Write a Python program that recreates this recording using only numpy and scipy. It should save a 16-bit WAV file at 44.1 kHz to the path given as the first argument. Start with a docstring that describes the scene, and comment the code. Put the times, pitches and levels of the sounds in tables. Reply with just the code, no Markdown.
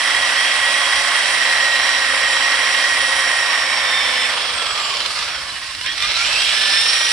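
"""A harsh grinding roar with a high whine on top: a mains drill spins an abrasive wheel on empty-pool tiles.
The roar of fan, gears and grit is shaped noise; gear teeth and rotor slots whine as sines tied to the rotor.
The wheel is lifted and the pitch sinks as the motor coasts, with knocks as the wheel is turned.
Then it runs up again with the wheel skipping on the stone rim: short bursts of noise and a rising whine.
Bands of noise swell and glide, a faint outdoor rumble lies below, and two close microphone ports hear it all."""
import sys
import numpy as np
from scipy import signal
from scipy.fft import rfft, irfft, next_fast_len
from scipy.io import wavfile

SR = 44100
rng = np.random.default_rng(int(sys.argv[2]) if len(sys.argv) > 2 else 0)


def bounce(signal):
    """Save signal as a 16-bit WAV file at the path given by the first command-line argument."""
    frames = np.transpose(np.atleast_2d(signal))
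    limited = np.clip(frames, -1, 1)
    pcm = np.round(limited * 32767).astype(np.int16)
    wavfile.write(sys.argv[1], SR, pcm)


N = 313992   # length in samples

# Gear teeth and rotor slots per rotor turn; rotor turns per spindle turn; torque pulses per second
TEETH, SLOTS, GEAR_RATIO, RIPPLE_HZ = 7, 12, 5.1, 120

# Rotor speed, sagging under load, coasting and running up again: (time [s], speed [turns per s])
ROTOR_SPEED = [(0.0, 275.3), (0.3, 273.6), (1.09, 272.9), (1.45, 270), (2.1, 267.1), (2.6, 269.3),
               (2.9, 269.8), (3.15, 269.9), (3.5, 265.3), (3.86, 259.6), (4.1, 254), (4.27, 252.3),
               (4.46, 256.2), (4.6, 238), (5.0, 194.4), (5.35, 155.6), (5.6, 136.4), (5.7, 130.9),
               (5.8, 136), (5.9, 156.5), (6.03, 170.1), (6.17, 192.9), (6.21, 196.7), (6.33, 220.5),
               (6.58, 247.9), (6.83, 257), (6.92, 264.8), (7.12, 272)]

# Roar in three phases; treble and low body act only by their distance from their column's mean:
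# (time [s], level [dB], treble [dB], low body [dB])
TILE_ROAR_LEVELS = [(0.0, -16.5, -14, -17.5), (1.2, -16, -14, -18), (2.3, -16.5, -15.5, -18.5),
                    (2.95, -16, -14.5, -18), (3.24, -17.5, -14.5, -16.5), (4.0, -18.5, -13.5, -17),
                    (4.3, -17.5, -14, -19.5), (4.34, -40, -11, -10)]
COASTING_ROAR_LEVELS = [(4.29, -20, -16, -14.5), (5.03, -25, -10.5, -12.5), (5.15, -26, -7.5, -14),
                        (5.2, -22.5, -12, -18), (5.33, -24.5, -13.5, -15.5), (5.47, -28, -10, -15.5),
                        (5.88, -30, -9.5, -24.5)]
RIM_ROAR_LEVELS = [(5.8, -36, -1.5, -18), (5.87, -17, -23, -22.5), (5.91, -22, -13, -18),
                   (5.96, -24, -9, -13.5), (6.03, -17, -14, -20), (6.11, -17, -13.5, -15.5),
                   (6.22, -16, -12, -16.5), (6.3, -15.5, -13, -14), (6.35, -14.5, -12, -15.5),
                   (7.12, -13.5, -11.5, -18)]
# Tone colour of the roar in each phase, before resonances: (frequency [Hz], relative level [dB per Hz])
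TILE_SPECTRUM = [(150, -38.5), (260, -28), (440, -26), (540, -15.5), (900, -14), (1150, -14), (1600, -11.5),
                 (2700, -12), (4000, -16.5), (4300, -16), (5600, -14.5), (6400, -28), (7800, -23),
                 (10300, -28.5), (11600, -38), (12200, -59)]
COASTING_SPECTRUM = [(88, -51), (150, -27), (270, -25), (572, -6.5), (781, -8), (1090, -2), (1400, -2),
                     (1690, -0.5), (3150, -1.5), (5560, -2), (6320, -15.5), (7590, -12), (9990, -16),
                     (12000, -29.5), (15600, -61), (22000, -120)]
RIM_SPECTRUM = [(150, -35), (400, -25), (550, -18), (850, -16), (1400, -10.5), (2000, -8), (2600, -7),
                (4200, -6.5), (4600, -9), (5700, -7.5), (6400, -25), (7800, -18), (10300, -25.5),
                (11600, -33.5), (12200, -44)]
# Resonances of the casing on the tile, and of the rim: (centre [Hz], width [Hz], boost [dB])
CASING_RESONANCES = [(1085, 170, 6), (1950, 294, 8.5), (3230, 250, 3.5), (3880, 79, 7), (8200, 150, 5.5)]
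RIM_RESONANCES = [(2422, 98, 2.5), (3220, 590, 2)]
# The roar is built from neighbouring bands between these edges
BAND_EDGES_HZ = 100 * 2 ** np.arange(0, 7.6, .75)

# Stages of the work: flat on the tile, leaning in, coasting, at its slowest, skipping on the rim,
# grinding the rim: (start [s], end [s])
WORK_STAGES = [(0.0, 3.3), (3.8, 4.27), (4.33, 5.36), (5.44, 5.97), (6.02, 6.5), (6.57, 7.12)]
# Main tones before resonances, dips and bites: multiple of a turn -> (level in each of the six stages [dB])
TONE_LEVELS = {1: (-53.5, -52.5, -58.5, -65, -64, -57.5), 2: (-55, -58, -59.5, -69, -76, -64.5),
               7: (-38.5, -40, -59, -59.5, -49.5, -41), 12: (-46, -45, -57, -59, -42.5, -47),
               14: (-45, -40.5, -57, -60, -44.5, -39), 15: (-58, -76, -94, -64, -83, -59),
               21: (-38.5, -36.5, -49, -53.5, -39.5, -32.5), 28: (-47.5, -63, -64, -57, -43.5, -60),
               35: (-39.5, -59, -42, -57, -42, -36.5)}
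# Faint rotor tones beside the tooth tones: (multiple of a turn, level against the nearest tooth tone [dB])
FAINT_ROTOR_TONES = [(3, -32.5), (29, -4), (30, -18), (31, -5), (36, -9.5)]
# Slot tone split by the torque pulses: (shift [pulse rates], level against the slot tone [dB])
SLOT_SIDE_TONES = [(-1, -24), (-1, -2.5), (1, -10.5)]
# Gearbox resonances, and dips such as the microphone's near 6300 Hz, that a tone passes through:
# (centre [Hz], width [Hz], change [dB])
TONE_RESONANCES_AND_DIPS = [(519.6, 68, 15), (1005, 73, 11), (1214, 96, 17.5), (1374, 120, 11.5),
                            (1688, 70, 3), (1859, 264, 13.5), (2390, 170, 10.5), (2660, 250, 10.5),
                            (2954, 105, 13), (3300, 300, 14), (3589, 67, 10), (4023, 69, 18.5),
                            (4900, 740, -6.5), (5414, 990, 9), (6290, 450, -17), (6700, 310, 0.5),
                            (7430, 200, 7.5), (8350, 155.3, 4.5)]
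# The wheel bites and loads the gears, or lets go: (time [s], half length [s], change in the tones [dB])
WHEEL_BITES = [(3.685, .1, -2), (5.891, 0.051, 12), (6.045, 0.028, 2), (6.123, 0.033, -2),
               (6.23, 0.047, 4.5), (6.373, 0.049, 7), (6.48, .03, -1.5)]
TONE_WANDER_DB = 1.2   # slow chance change of each main tone

# Bands of roar that swell as the drill turns against the wall:
# (start [s], end [s], start [Hz], end [Hz], nominal width [Hz], full level [dB], pulsing [0-1])
SWELLING_BANDS = [(1.35, 2.05, 4050, 4020, 38, -32.5, 0.6), (5.38, 5.75, 1130, 1050, 77, -41, 0.2),
                  (5.4, 5.7, 1720, 1900, 50, -40, 0.4), (3.6, 4.33, 2250, 2258, 109, -27.5, 0.4),
                  (3.7, 4.9, 3330, 3290, 140, -31, .1), (4.7, 4.72, 6700, 1900, 164, -49, 0),
                  (4.5, 5.0, 1400, 1070, 91, -30.5, .02), (5.0, 5.45, 1120, 1490, 126, -34, .02),
                  (4.75, 5.12, 3000, 3200, 510, -27.5, 0.2), (4.7, 5.3, 4700, 4400, 550, -30.5, 0.26),
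                  (6.4, 9.5, 4020, 2300, 127, -33, 0.93)]
SWELL_RISE_S, SWELL_FALL_S = 0.09, .06

# Knocks as the wheel is turned and skips on the rim: (time [s], nominal peak [dB])
WHEEL_SKIPS = [(4.4965, -17), (4.775, -9), (4.797, -9), (4.938, -11), (4.968, -7), (5.003, -8),
               (5.0593, -5.5), (5.1881, -6), (5.7477, -11), (5.8105, -8), (5.861, -6), (5.977, -6),
               (6.0014, -9), (6.0223, -4.5), (6.116, -7.5), (6.1684, -6), (6.3264, -3), (6.418, -2)]
GRIT_CREST_DB = 7.5   # peak of a burst over its average strength (rms)
SKIP_T60_S = 0.031   # time for a burst to fall by 60 dB

# Distant outdoor rumble: (time [s], level [dB])
RUMBLE_LEVELS = [(0.0, -51.5), (3.0, -51), (5.8, -48), (6.2, -46), (6.5, -48), (7.12, -52)]
# Its tone colour: (frequency [Hz], relative level [dB per Hz])
RUMBLE_SPECTRUM = [(13, -40), (22, -14), (59, 2), (161, -9.5), (226, -14), (263, -14.5), (300, -7.5),
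                   (390, -23), (660, -120)]
RUMBLE_WAVER_DB = -1.5   # spread of its chance wavering; the sign does not matter

# How alike the noise is at the two ports: (frequency [Hz], likeness [0-1])
PORT_LIKENESS = [(60, 0.37), (130, 0.69), (270, 0.89), (570, 0.95), (1220, 0.9), (2580, 0.6), (5480, 0.27),
                 (11600, 0.2)]
# Balance of the ports: (frequency [Hz], left minus right [dB])
PORT_BALANCE = [(60, -4.5), (130, 0.5), (270, 0.0), (570, -1.0), (1220, -2), (2580, -5), (5480, -3.5),
                (11600, -10)]
# Phase by which the left port leads: (frequency [Hz], lead [radians])
LEFT_LEAD = [(200, .1), (600, 0), (1900, -.7), (3200, .5), (4500, .9), (5600, .3), (8000, .8), (9400, .6),
             (11000, 2.3)]
CUTOFF_HZ = 12050   # the steep top filter cuts above this


def from_db(db):
    """Turn decibels into a gain."""
    return 10 ** (np.asarray(db) / 20)


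def rms_one(x):
    """Scale a signal to an average strength (rms) of 1."""
    return x / np.sqrt(np.mean(x ** 2) + 1e-20)


def in_time(rows):
    """Join a table's points with straight lines, giving each column one value per sample."""
    times, *columns = np.transpose(rows)
    return [np.interp(np.arange(N) / SR, times, column) for column in columns]


def at_hz(points, hz):
    """Read a table between its points, spacing frequencies by pitch."""
    p = np.array(points, float)
    return np.interp(np.log(np.maximum(hz, 1)), np.log(np.maximum(p[:, 0], 1)), p[:, 1])


def resonance_db(hz, peaks):
    """Resonances and dips change the level most at their centre and less and less to either side."""
    return sum(top / (1 + (2 * (hz - mid) / width) ** 2) for mid, width, top in peaks)


def drift(rate):
    """Chance wandering with spread 1; a higher rate [Hz] wanders faster."""
    pole = np.exp(-80 * np.pi * rate / SR)   # worked out at every 40th sample
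    white = rng.standard_normal(N // 40 + 2002)
    slow = signal.lfilter([1], [1, -2 * pole, pole * pole], white)[2000:]   # skip the filter's start
    return np.interp(np.arange(N) / 40, np.arange(len(slow)), rms_one(slow))


def colour(x, spectrum, peaks=()):
    """Filter noise to a spectrum with resonant humps, then scale it to rms 1."""
    size = next_fast_len(N)
    hz = np.arange(size // 2 + 1) * SR / size
    db = at_hz(spectrum, hz) + resonance_db(hz, peaks)
    return rms_one(irfft(rfft(x, size) * from_db(db), size)[..., :N])


def noise_bands():
    """Split two draws of white noise into bands, taken in turn so that neighbours are unrelated."""
    white = rng.standard_normal((2, 2, N))
    bands = []
    for k, edges in enumerate(zip(BAND_EDGES_HZ, BAND_EDGES_HZ[1:])):
        band_filter = signal.butter(2, edges, "band", fs=SR, output="sos")
        bands.append(signal.sosfilt(band_filter, white[k % 2]))
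    return bands


def roar(bands, curve, spectrum, peaks, throb, patchy_db, fade_s):
    """Fan, gears and grit make patchy noise that throbs, mostly below the airy top."""
    level_db, treble_db, body_db = in_time(curve)
    _, _, mean_treble, mean_body = np.mean(curve, axis=0)
    treble_db, body_db = treble_db - mean_treble, body_db - mean_body
    out, together = 0, drift(33)
    for band, low, high in zip(bands, BAND_EDGES_HZ, BAND_EDGES_HZ[1:]):
        octave = np.log2(np.sqrt(low * high) / 2500)   # distance from 2500 Hz
        lift_db = treble_db * np.clip(octave - .5, 0, 1) + body_db * np.clip(-octave - .5, 0, 1)
        fan = octave > 1   # the top is air from the fan: steadier
        patches = from_db(lift_db + patchy_db * (0.65 * together * (1 - fan) + drift(10.0)))
        out = out + band * (patches * (1 + throb * (.3 if fan else 1)))
    t = np.arange(N) / SR
    start, end = curve[0][0], curve[-1][0]
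    # No fade where the phase touches the start or end of the sound
    rise = np.clip((t - start) / fade_s + (start == 0), 0, 1)
    fall = np.clip((end - t) / fade_s + (end > 7), 0, 1)
    return colour(out, spectrum, peaks) * from_db(level_db) * rise * fall


def tone_levels(speed):
    """Each tone follows the stage of work, resonances and dips, the wheel's bites and slow chance."""
    t = np.arange(N) / SR
    bite_db = sum(db * np.exp(-((t - s) / half) ** 2) for s, half, db in WHEEL_BITES)
    levels = {}
    for k, stage_db in TONE_LEVELS.items():
        work_db = np.interp(t, np.ravel(WORK_STAGES), np.repeat(stage_db, 2))
        wander_db = TONE_WANDER_DB * drift(1.2)
        levels[k] = work_db + bite_db + wander_db + resonance_db(k * speed, TONE_RESONANCES_AND_DIPS)
    return levels


def whine(turns, tone, wobble_db, spindle_depth, jitter):
    """Teeth and slots pass at multiples of the rotor's turns; tooth tones also beat with the spindle."""
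    # Gear play: the angle wanders, most when slow
    speed = np.gradient(turns * SR)
    turns = turns + jitter * drift(27) * (270 / speed) ** 1.9
    lines = [(k, 0, db) for k, db in tone.items()]
    for k, db in FAINT_ROTOR_TONES:
        nearest = TEETH * max(round(k / TEETH), 1)
        lines.append((k, 0, tone[nearest] + db))
    lines += [(SLOTS, step, tone[SLOTS] + db) for step, db in SLOT_SIDE_TONES]
    spindle = np.cos(2 * np.pi * turns / GEAR_RATIO) + np.cos(np.pi * turns / GEAR_RATIO)
    beat = 1 + spindle_depth * spindle
    out, ripple = 0, RIPPLE_HZ * np.arange(N) / SR
    for k, step, db in lines:
        angle = 2 * np.pi * (k * turns + step * ripple + rng.random())
        waver_db = wobble_db * (0.37 * drift(9.8) + 0.63 * drift(59))
        sine = np.sqrt(2) * from_db(db + waver_db) * np.cos(angle)   # root 2 turns rms into peak
        out = out + sine * (beat if k % TEETH == 0 else 1)
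    return out


def swells(wobble):
    """Slow noise on a gliding carrier makes a moving band; the wheel's wobble pulses it."""
    out, t = np.zeros((2, N)), np.arange(N) / SR
    for start, end, start_hz, end_hz, width, db, pulsing in SWELLING_BANDS:
        carrier_hz = np.interp(t, [start, end], [start_hz, end_hz])
        angle = 2 * np.pi * np.cumsum(carrier_hz) / SR
        shape = np.clip(np.minimum((t - start) / SWELL_RISE_S, (end - t) / SWELL_FALL_S), 0, 1)
        gain = from_db(db) * (1 + np.clip(pulsing, 0, 1) * wobble) * shape
        rate = width * .79   # wider bands need faster noise
        for side in out:
            side += gain * (drift(rate) * np.cos(angle) + drift(rate) * np.sin(angle))
    return out


def skips():
    """Each knock or skip is a short burst of grit noise: a quick rise, then decay."""
    envelope, t = np.zeros(N), np.arange(N) / SR
    for s, db in WHEEL_SKIPS:
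        after = np.maximum(t - s, 0)
        decay = from_db(db - GRIT_CREST_DB - 60 * after / SKIP_T60_S)
        envelope += decay * np.minimum(after / 0.0019, 1)   # rise takes 1.9 ms
    return colour(rng.standard_normal((2, N)), RIM_SPECTRUM) * envelope


def rumble():
    """Distant outdoor rumble is low noise that wavers by chance."""
    level_db = in_time(RUMBLE_LEVELS)[0] + RUMBLE_WAVER_DB * drift(10)
    return from_db(level_db) * colour(rng.standard_normal((2, N)), RUMBLE_SPECTRUM)


def ports(shared, own, tones):
    """The right port hears the shared sound shifted in phase plus its own noise; port levels differ."""
    size = next_fast_len(N)
    hz = np.arange(size // 2 + 1) * SR / size
    shared, own, tones = rfft(shared, size), rfft(own, size), rfft(tones, size)
    alike = np.clip(at_hz(PORT_LIKENESS, hz), 0, 1)
    tilt = from_db(at_hz(PORT_BALANCE, hz) / 2)   # half to each side
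    shift = np.exp(-1j * at_hz(LEFT_LEAD, hz))
    left = (shared + tones) * tilt
    right = (shift * (alike * shared + tones) + np.sqrt(1 - alike ** 2) * own) / tilt
    return irfft(np.array([left, right]), size)[:, :N]


def scene():
    """One rotor speed drives the whine and throbs; roar, swells, skips and rumble join at the ports."""
    speed, = in_time(ROTOR_SPEED)
    turns, t = np.cumsum(speed) / SR, np.arange(N) / SR
    wobble = np.cos(np.pi * turns / GEAR_RATIO)   # wheel runs out of true, at half the spindle's rate
    spindle = 0.66 * np.cos(2 * np.pi * turns / GEAR_RATIO) + wobble
    mains = np.cos(2 * np.pi * RIPPLE_HZ * t)   # torque pulses twice a mains cycle
    # The torque pulses throb only in the two powered phases of the roar
    tile_throb = 0.11 * mains + .07 * spindle
    rim_throb = 0.097 * mains + .1 * spindle
    bands = noise_bands()
    noise = roar(bands, TILE_ROAR_LEVELS, TILE_SPECTRUM, CASING_RESONANCES, tile_throb,
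                 patchy_db=0.72, fade_s=0.018)
    noise += roar(bands, COASTING_ROAR_LEVELS, COASTING_SPECTRUM, (), .12 * spindle,
                  patchy_db=0.47, fade_s=0.036)
    noise += roar(bands, RIM_ROAR_LEVELS, RIM_SPECTRUM, RIM_RESONANCES, rim_throb,
                  patchy_db=1.0, fade_s=0.076)
    noise += swells(wobble) + skips() + rumble()
    tones = whine(turns, tone_levels(speed), wobble_db=4.0, spindle_depth=0.028, jitter=0.003)
    return ports(noise[0], noise[1], tones)


def record(dry):
    """Loud peaks are gently rounded, then a steep filter cuts the top."""
    rounded = 1.52 * np.tanh(dry / 1.465)
    top_cut = signal.ellip(10, .5, 70, CUTOFF_HZ, fs=SR, output="sos")
    return signal.sosfilt(top_cut, rounded)


dry = scene()
out = record(dry)
bounce(out)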